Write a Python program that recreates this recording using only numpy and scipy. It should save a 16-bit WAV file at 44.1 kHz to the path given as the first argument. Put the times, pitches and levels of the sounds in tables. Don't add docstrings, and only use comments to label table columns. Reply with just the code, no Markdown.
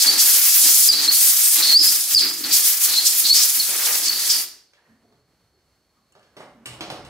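import sys
import numpy as np
from scipy import signal
from scipy.io import wavfile
from scipy.ndimage import uniform_filter1d

SR = 44100
rng = np.random.default_rng(int(sys.argv[2]) if len(sys.argv) > 2 else 0)


def generate_wav(sig):
    pcm = np.round(np.clip(np.atleast_2d(sig).T, -1, 1) * 32767).astype(np.int16)
    wavfile.write(sys.argv[1], SR, pcm)


def volts_from_decibels(level):
    exponent = np.asarray(level, float) / 20
    return 10 ** exponent


N = 312916
BLOWING = int(4.5 * SR)
MOVE_S = 0.0161

# start_s, length_s, first_hz, last_hz, peak_db
CHIRPS = [
    (0.075, 0.031, 4350, 4715, -11.5),
    (0.887, .058, 4960, 3920, -7.5),
    (1.077, 0.024, 4090, 4520, -11),
    (1.731, .066, 4200, 5107, -5.5),
    (2.147, 0.044, 5044, 4060, -4.5),
    (2.964, .036, 4055, 4270, -16.5),
    (3.294, 0.039, 4210, 4500, -8.5),
    (3.598, 0.022, 4450, 4050, -17.5),
    (4.074, 0.028, 4408, 4460, -19),
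]


def rms_one(x):
    return x / np.sqrt(np.mean(x ** 2) + 1e-20)


def in_time(rows, size=N):
    s, *columns = np.transpose(rows)
    t = np.arange(size) / SR
    return [np.interp(t, s, c) for c in columns]


def at_hz(points, hz):
    points_hz, values = np.array(points).T[:2]
    return np.interp(np.log(hz), np.log(points_hz), values)


def drift(rate_hz, size=N):
    settle = 4000
    r = np.exp(-2 * np.pi * rate_hz / SR)
    wander = signal.lfilter([1], [1, -2 * r, r * r], rng.standard_normal(size + settle))
    return rms_one(wander[settle:])


def ring(clicks, hz, t60):
    r = volts_from_decibels(-60 / (max(t60, .002) * SR))
    w = 2 * np.pi * hz / SR
    return signal.lfilter([0, np.sin(w)], [1, -2 * r * np.cos(w), r * r], clicks + 1e-18)


def bank(gain, size=N):
    # pitch_hz, side_minus_mid_db
    spread = [(60, -8.5), (180, -23.5), (550, -20), (1650, -11.5), (5000, -3), (15000, -8.5)]
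    # pitch_hz, left_minus_right_db
    tilt = [(60, 0), (240, -1), (950, -1.5), (3770, -2), (15000, 1.5)]
    edges_hz = np.geomspace(28, 17500, 20)
    out, white = 0, rng.standard_normal((2, 2, size))
    for k, (low, high) in enumerate(zip(edges_hz, edges_hz[1:])):
        band = signal.butter(2, [low, high], "band", fs=SR, output="sos")
        mid, side = signal.sosfilt(band, white[k % 2])
        hz = np.sqrt(low * high)
        side = side * volts_from_decibels(at_hz(spread, hz))
        lean = volts_from_decibels(at_hz(tilt, hz) / 2)
        out = out + gain(hz) * np.array([lean * (mid + side), (mid - side) / lean])
    return out


def narrow(hz, width_hz, steady=0., size=N):
    carrier = np.exp(2j * np.pi * np.cumsum(hz * np.ones(size)) / SR)
    wander = drift(width_hz, size=size) + 1j * drift(width_hz, size=size)
    return rms_one(np.real(carrier * (steady + wander)))


def gate(s, length, size=BLOWING):
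    hold = max(length, MOVE_S)
    corners_s = s - MOVE_S / 2 + np.array([0, MOVE_S, hold, hold + MOVE_S])
    return np.interp(np.arange(size) / SR, corners_s, [0, 1, 1, 0])


def valve(x):
    opening = np.interp(np.arange(BLOWING) / SR, [4.41, 4.46], [1, 0])
    return np.pad(x * opening, [(0, 0), (0, N - BLOWING)])


def nozzle():
    # time_s, hiss_db
    flow = [(0, -21), (.3, -17.5), (.85, -15), (1.2, -18), (1.3, -17.5), (1.38, -22), (1.5, -16.5),
            (1.9, -18.5), (2.07, -26.5), (2.14, -24.5), (2.55, -22), (2.8, -21), (3.2, -22), (3.6, -20.5),
            (3.64, -26.5), (3.95, -25), (4.44, -25)]
    # start_s, length_s, relative hiss_db, relative roar_db, drone_db
    dips = [(0.0, 0.49, -0.14, 3, -62.5), (0.046, 0.14, -6.5, 4.5, -45), (0.634, 0.063, -2.6, 4.5, -44),
            (0.887, .23, -12.5, 2.9, -44.5), (1.563, .17, -6.5, 4.5, -46),
            (1.745, 0.082, -12.5, -5.5, -41.5), (1.83, 0.14, -2.2, 0.1, -53.5),
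            (2.116, 0.047, -1.2, 2.2, -41), (2.156, 0.37, -11, -6, -49.5), (2.211, 0.11, 3.3, 9, -57.5),
            (2.445, 0.071, 0.5, 12, -69), (2.722, .1, -2, -1, -60), (2.857, .19, -4.5, 4.5, -53.5),
            (3.111, 0.034, -5.5, -3, -58), (3.202, .06, -2.5, -1, -52), (3.314, .025, -2.5, -15, -41),
            (3.372, 0.054, -4.5, -1, -60), (3.577, 0.039, -2.7, 0.5, -50), (3.687, 0.28, 1.3, 6, -62),
            (3.986, 0.32, -3.5, 1.5, -53), (4.328, 0.084, -1.8, 4.4, -51)]
    # start_s, length_s, relative hiss_db, relative splash_db
    splashes = [(0.0, .05, 1.1, 8.5), (0.183, 0.033, 0.5, 8), (0.497, 0.058, -0.8, 3.5),
                (0.631, 0.073, 2, 3), (2.102, 0.061, 4, 5.5), (2.193, 0.036, 2.2, 7), (2.45, 0.059, 2.5, 0),
                (2.511, 0.065, 3, 7), (2.657, 0.039, 4, 1.5), (2.837, 0.029, 4.5, 1.5),
                (2.921, 0.078, 2, 3), (3.062, 0.023, 3, 12), (3.177, 0.033, 5, -2.5),
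                (3.271, 0.033, -0.8, 9.5), (3.342, .1, -0.5, 10), (3.712, .26, -0.4, 3),
                (4.057, 0.034, -0.5, 14.5), (4.296, 0.027, 0, 13)]
    usual_splash_db, splash_spared = -7, 0.45
    usual_roar_db, roar_follows = -35, .3

    flow_db, = in_time(flow, size=BLOWING)
    muffle_db, swell_db, drone = sum(gate(s, n) * np.array([[hiss_db], [roar_db], [volts_from_decibels(drone_db)]])
                                     for s, n, hiss_db, roar_db, drone_db in dips)
    lift_db, splash_db = sum(gate(s, n) * np.array([[hiss_db], [edge_db]])
                             for s, n, hiss_db, edge_db in splashes)
    hiss_db = flow_db + muffle_db + lift_db
    splash_db = usual_splash_db + splash_db - splash_spared * muffle_db
    roar_db = usual_roar_db + roar_follows * (flow_db - flow_db.mean()) + swell_db - hiss_db
    return hiss_db, splash_db, roar_db, drone


def jet():
    zones_hz = [11000, 6200, 1800, 600]
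    # pitch_hz, level_db per Hz
    jet_colour = [(30, -44.5), (59, -33), (168, -40), (330, -22), (800, -20), (3230, -10), (5310, -0.5),
                  (15500, 0.74)]
    drone_hz, drone_width_hz = 310, 79

    hiss_db, splash_db, roar_db, drone = nozzle()
    roar_shift_db = roar_db + 15.0
    cloth_db = 5.4 * gate(3.68, 0.3)
    bass_shift_db = 1.115 * roar_shift_db - 4.5 + cloth_db
    shifts_db = [0, splash_db + 4.5, roar_shift_db, bass_shift_db]
    gust = drift(9.0, size=BLOWING)
    flutter = [drift(27.0, size=BLOWING), drift(26.0, size=BLOWING)]

    def gain(hz):
        place = np.interp(-np.log(hz), -np.log(zones_hz), np.arange(4))
        k = min(int(place), 2)
        shift_db = (k + 1 - place) * shifts_db[k] + (place - k) * shifts_db[k + 1]
        unrest_db = 0.99 * gust + 2.0 * flutter[int(hz) % 2]
        return volts_from_decibels(at_hz(jet_colour, hz) + hiss_db + shift_db + unrest_db)

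    drone = drone * volts_from_decibels([[-.8], [.8]]) * volts_from_decibels(2.2 * drift(10.5, size=BLOWING))
    middle = narrow(drone_hz, drone_width_hz, size=BLOWING)
    sides = narrow(drone_hz, drone_width_hz, size=BLOWING) * [[1], [-1]]
    drone *= middle + .3 * sides
    return valve(volts_from_decibels(6.5) * bank(gain, size=BLOWING) + drone)


def column(rows, width_hz):
    t = np.arange(BLOWING) / SR
    starts, _, pitches = np.transpose(rows)[:3]
    row = np.maximum(np.searchsorted(starts, t + MOVE_S / 2) - 1, 0)
    hz = uniform_filter1d(pitches[row], size=500)
    level = sum(gate(s, n) * volts_from_decibels(np.interp(t, [s, s + n], [first_db, last_db]))
                for s, n, _, first_db, last_db in rows)
    middle = narrow(hz, width_hz, size=BLOWING)
    sides = narrow(hz, width_hz, size=BLOWING) * [[1], [-1]]
    return level * (middle + 0.5 * sides)


def hole():
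    # start_s, length_s, pitch_hz, first_db, last_db
    roars = [(0.0, .06, 4700, -16, -27), (.06, 0.15, 4580, -18, -21.5), (.2, 0.019, 4710, -21.5, -23),
             (.89, 0.17, 4500, -21.5, -18.5), (1.1, 0.059, 4405, -16.5, -23.5),
             (1.2, 0.11, 8660, -18.5, -22), (1.43, .11, 8600, -15, -19), (1.57, 0.058, 4220, -21, -29.5),
             (1.625, 0.13, 4382, -13, -17), (1.79, 0.15, 4744, -20.5, -25), (2.18, 0.1, 4540, -15, -22.5),
             (2.44, 0.028, 4450, -16.5, -28.5), (2.51, 0.055, 4725, -15, -21),
             (2.89, .14, 4340, -18.5, -20.5), (3.055, 0.031, 4715, -10.5, -34),
             (3.245, .115, 4372, -13, -15.5), (3.36, 0.076, 5350, -11, -23.5),
             (3.595, 0.047, 4250, -21, -25), (4.03, .07, 4870, -22, -19), (4.11, .17, 4543, -24, -26),
             (4.295, 0.096, 5120, -12.5, -30)]
    # start_s, length_s, pitch_hz, first_db, last_db
    clear_notes = [
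        (.06, 0.12, 4540, -15.5, -26.5),
        (.93, 0.13, 4600, -21, -28),
        (1.1, 0.05, 4460, -12.5, -30),
        (1.69, 0.045, 4270, -12.5, -9),
        (1.79, .12, 5102, -9, -19),
        (2.18, 0.18, 4910, -13, -32),
        (2.93, .04, 4097, -28.5, -22),
        (4.08, .11, 4500, -24, -35),
        (4.33, 0.083, 4623, -28, -27),
    ]
    yielding_db = -5.0 * sum(gate(s, n) for s, n, *_ in CHIRPS)
    level = volts_from_decibels(-3.5 + yielding_db + 1.4 * drift(30.0, size=BLOWING))
    return valve(level * (column(roars, width_hz=510.0) + column(clear_notes, width_hz=95)))


def chirps():
    # peak place (share of length), start_db, end_db, glide power
    going_in, coming_out = (0.07, -1, -16.5, 1.5), (0.57, -8.5, -4, 1)
    out, t = np.zeros(N), np.arange(N) / SR
    fray_hz = 50.0 * drift(200.0)
    wobble = 1.7 + .65 * drift(80.0)
    for s, length, first_hz, last_hz, peak_db in CHIRPS:
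        peak, start_db, end_db, power = going_in if last_hz < first_hz else coming_out
        span = slice(int(s * SR) + 1, int((s + length) * SR))
        u = (t[span] - s) / length
        hz = first_hz + (last_hz - first_hz) * u ** power + fray_hz[span]
        phase = 2 * np.pi * np.cumsum(hz) / SR
        edges = np.clip(np.minimum(u, 1 - u) * length / 0.001, 0, 1)
        level = volts_from_decibels(peak_db + np.interp(u, [0, peak, 1], [start_db, 0, end_db]))
        out[span] += level * edges * (np.sin(phase) + volts_from_decibels(-23.0) * np.sin(2 * phase))
    return out * wobble * volts_from_decibels(2.0)


def shop(x):
    # pitch_hz, t60_s
    shop_t60 = [(100, 1), (1000, 0.55), (5000, 0.46), (14000, 0.29)]
    t = np.arange(SR // 2) / SR
    echoes = bank(lambda hz: volts_from_decibels(-60 * t / at_hz(shop_t60, hz)), size=len(t))
    echoes = echoes * np.clip(t / .003, 0, 1)
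    echoes /= np.sqrt(np.sum(echoes ** 2) / 2)
    return signal.fftconvolve(x[None], echoes, axes=1)[:, :N]


def background():
    # pitch_hz, level_db per Hz
    room_tone = [(15, -35), (25, -6), (60, 2.5), (309, -7), (3180, -21), (4370, -16), (5540, -18.5),
                 (14000, -26)]
    # time_s, level_db
    handling = [
        (4.65, -77),
        (4.8, -64.5),
        (5.15, -70),
        (5.96, -72),
        (6.33, -69),
        (6.43, -46.5),
        (6.56, -67.5),
        (6.84, -46.5),
        (7.09, -52),
    ]
    air_db = -53
    rumble_level_db, rumble_lag_s = -2.5, 0.24
    leak_hz, leak_width_hz, leak_db, leak_ends_s = 4350, 140, -76.5, 6.5
    hum_hz, hum_width_hz, hum_db, hum_turn_s = 61.5, 10.5, -66, 1.45

    masked = 4 * SR
    rustle_db = in_time(handling)[0][masked:]
    lag = int(rumble_lag_s * SR)
    rumble_db = rumble_level_db + uniform_filter1d(rustle_db, size=2 * lag, origin=lag - 1)
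    patchy = drift(5.4, size=N - masked)

    def gain(hz):
        rumble = np.interp(np.log(hz), np.log([250, 500]), [1, 0])
        still = np.interp(np.log(hz), np.log([2000, 4000]), [0, 1])
        rustle = 1 - rumble - still
        level_db = rumble * (rumble_db + 21.5) + rustle * (rustle_db + 22.5) + still * air_db
        return volts_from_decibels(at_hz(room_tone, hz) + level_db + 1.0 * patchy)

    t = np.arange(N) / SR
    bleeding = np.interp(t, [leak_ends_s - .2, leak_ends_s + 0.11], [1, 0])
    leak = volts_from_decibels(leak_db) * narrow(leak_hz, leak_width_hz) * bleeding
    running = np.interp(t, [hum_turn_s, hum_turn_s + .2], [1, 0])
    hum = volts_from_decibels(hum_db) * narrow(hum_hz, hum_width_hz, steady=1.5) * running
    room = np.pad(bank(gain, size=N - masked), [(0, 0), (masked, 0)])
    return room + leak + hum


def knocks():
    # start_s, ring_hz, thud_db, clack_db, tick_db
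    blows = [(4.734, 585, -71, -58, -75.5), (5.124, 395, -64, -70.5, -79.5), (5.589, 450, -79, -75, -81.5),
             (6.122, 399, -76.5, -74, -57), (6.152, 400, -53.5, -61, -76), (6.194, 346, -76, -74, -65),
             (6.229, 623, -66.5, -60.5, -76), (6.367, 602, -43, -46.5, -59), (6.404, 640, -43, -70.5, -58),
             (6.657, 1193, -46, -36.5, -38.5), (6.733, 326, -47, -53, -51), (6.808, 330, -33.5, -32, -55),
             (6.901, 739, -33, -35, -47.5), (7.049, 204, -49, -48, -53)]
    # pitch_hz, level_db, t60_s
    gun_modes = [(1200, -5.5, .02), (2900, 6, .02), (3900, -2, .006), (5300, -2.5, .004), (7700, 1.5, .006),
                 (8500, -3, .006)]
    # pitch_hz, level_db, t60_s
    bench_modes = [(145, -19, .5), (415, -18, .6), (578, -2.5, .35), (619, -2, .28), (715, -2, .24),
                   (947, -4, .26), (1190, -13, .4)]
    out, ticks, thumps = np.zeros((3, N))
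    t = np.arange(SR // 2) / SR
    noise = rng.standard_normal((len(blows), len(t)))
    ranges_hz = [150, 1300], [1000, 4560], [6700, 9200]
    thud, clack, tick = (signal.butter(2, e, "band", fs=SR, output="sos") for e in ranges_hz)
    for (s, ring_hz, thud_db, clack_db, tick_db), n in zip(blows, noise):
        lasting = np.interp(max(clack_db, thud_db), [-58, -46], [.15, 1])
        crack = 1 + 1.95 * volts_from_decibels(-60 * t / 0.012)
        blow = volts_from_decibels(thud_db - 0.5) * np.sin(2 * np.pi * ring_hz * t) * volts_from_decibels(-60 * t / 0.18)
        blow += volts_from_decibels(thud_db + 9.5) * signal.sosfilt(thud, n * crack * volts_from_decibels(-60 * t / 0.5))
        blow += volts_from_decibels(clack_db + 4.5) * signal.sosfilt(clack, n * crack * volts_from_decibels(-60 * t / 0.33))
        blow += volts_from_decibels(tick_db + 9.0) * signal.sosfilt(tick, n * volts_from_decibels(-60 * t / (0.2 * lasting)))
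        rattle = volts_from_decibels(tick_db - 26.5) * n * volts_from_decibels(-60 * t / (0.364 * lasting))
        at = round(s * SR)
        out[at:at + len(t)] += blow[:N - at]
        ticks[at:at + len(t)] += rattle[:N - at]
        thumps[at] = volts_from_decibels(thud_db - 9.0)
    steel = sum(volts_from_decibels(level_db) * ring(ticks, hz, t60) for hz, level_db, t60 in gun_modes)
    bench = sum(volts_from_decibels(level_db) * ring(thumps, hz, min(t60, .6)) for hz, level_db, t60 in bench_modes)
    return out + steel + bench


def groans():
    # start_s, pitch_hz, level_db, length_s
    drags = [(4.77, 1800, -69.5, .24), (4.883, 239, -67, .13), (4.88, 121.5, -73, .12),
             (5.032, 240, -68, .12), (5.14, 135, -71, .07), (5.97, 216, -76, .1), (6.549, 232, -57, .14),
             (6.662, 126, -51, .18), (6.81, 191, -51, .13), (6.9, 148, -49.5, .2), (5.03, 660, -70, .15),
             (5.04, 420, -69, .16), (5.53, 380, -73, .1), (5.94, 1200, -77, .12), (6.14, 1650, -73, .22),
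             (6.368, 2000, -62, .16)]
    out, wobble = np.zeros(N), 1 + .5 * drift(33.0)
    wander = np.cumsum(drift(144.0)) / SR
    for s, hz, level_db, length in drags:
        at = round(s * SR)
        t = np.arange(int(length * SR)) / SR
        shiver = (.035 + 22 / hz) * np.roll(wander, -at)[:len(t)]
        swell = volts_from_decibels(level_db + 5.5) * np.sin(np.pi * (t / length) ** 0.39)
        groan = swell * np.sin(2 * np.pi * hz * (t + shiver))
        out[at:][:len(t)] += groan[:N - at]
    return out * wobble


def scene():
    air, whistle, blows = jet() + hole(), chirps(), knocks() + groans()
    wet = volts_from_decibels(-9.0) * air.mean(axis=0) + volts_from_decibels(-14.0) * whistle + volts_from_decibels(-6.0) * blows
    placed_blows = np.array([np.roll(blows, 7), blows]) * volts_from_decibels([[-.8], [.8]])
    return volts_from_decibels(-1.5) * (air + whistle) + placed_blows + shop(wet) + background()


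def low_pass(x):
    return signal.sosfilt(signal.butter(12, 16050, fs=SR, output="sos"), x)


def record(dry):
    power = uniform_filter1d(np.mean(dry ** 2, axis=0), size=220)
    thump = signal.sosfilt(signal.butter(2, [45, 160], "band", fs=SR, output="sos"), power)
    fall_db = 260.0 * np.arange(N) / SR
    over_db = np.maximum(10 * np.log10(power + 1e-12) + 11.86, 0)
    held_db = np.maximum.accumulate(over_db + fall_db) - fall_db
    held = dry * volts_from_decibels(-.7 * uniform_filter1d(held_db, size=220)) + volts_from_decibels(-27.0) * thump
    held = 1.304 * np.tanh(held / 1.192)
    held = signal.sosfilt(signal.cheby2(18, 60, 16150, fs=SR, output="sos"), held)
    held = signal.sosfilt(signal.butter(2, 55, "high", fs=SR, output="sos"), held)
    held[1] = signal.lfilter([.3, 1], [1, .3], held[1])
    return low_pass(held)


dry = scene()
out = record(dry)
generate_wav(out)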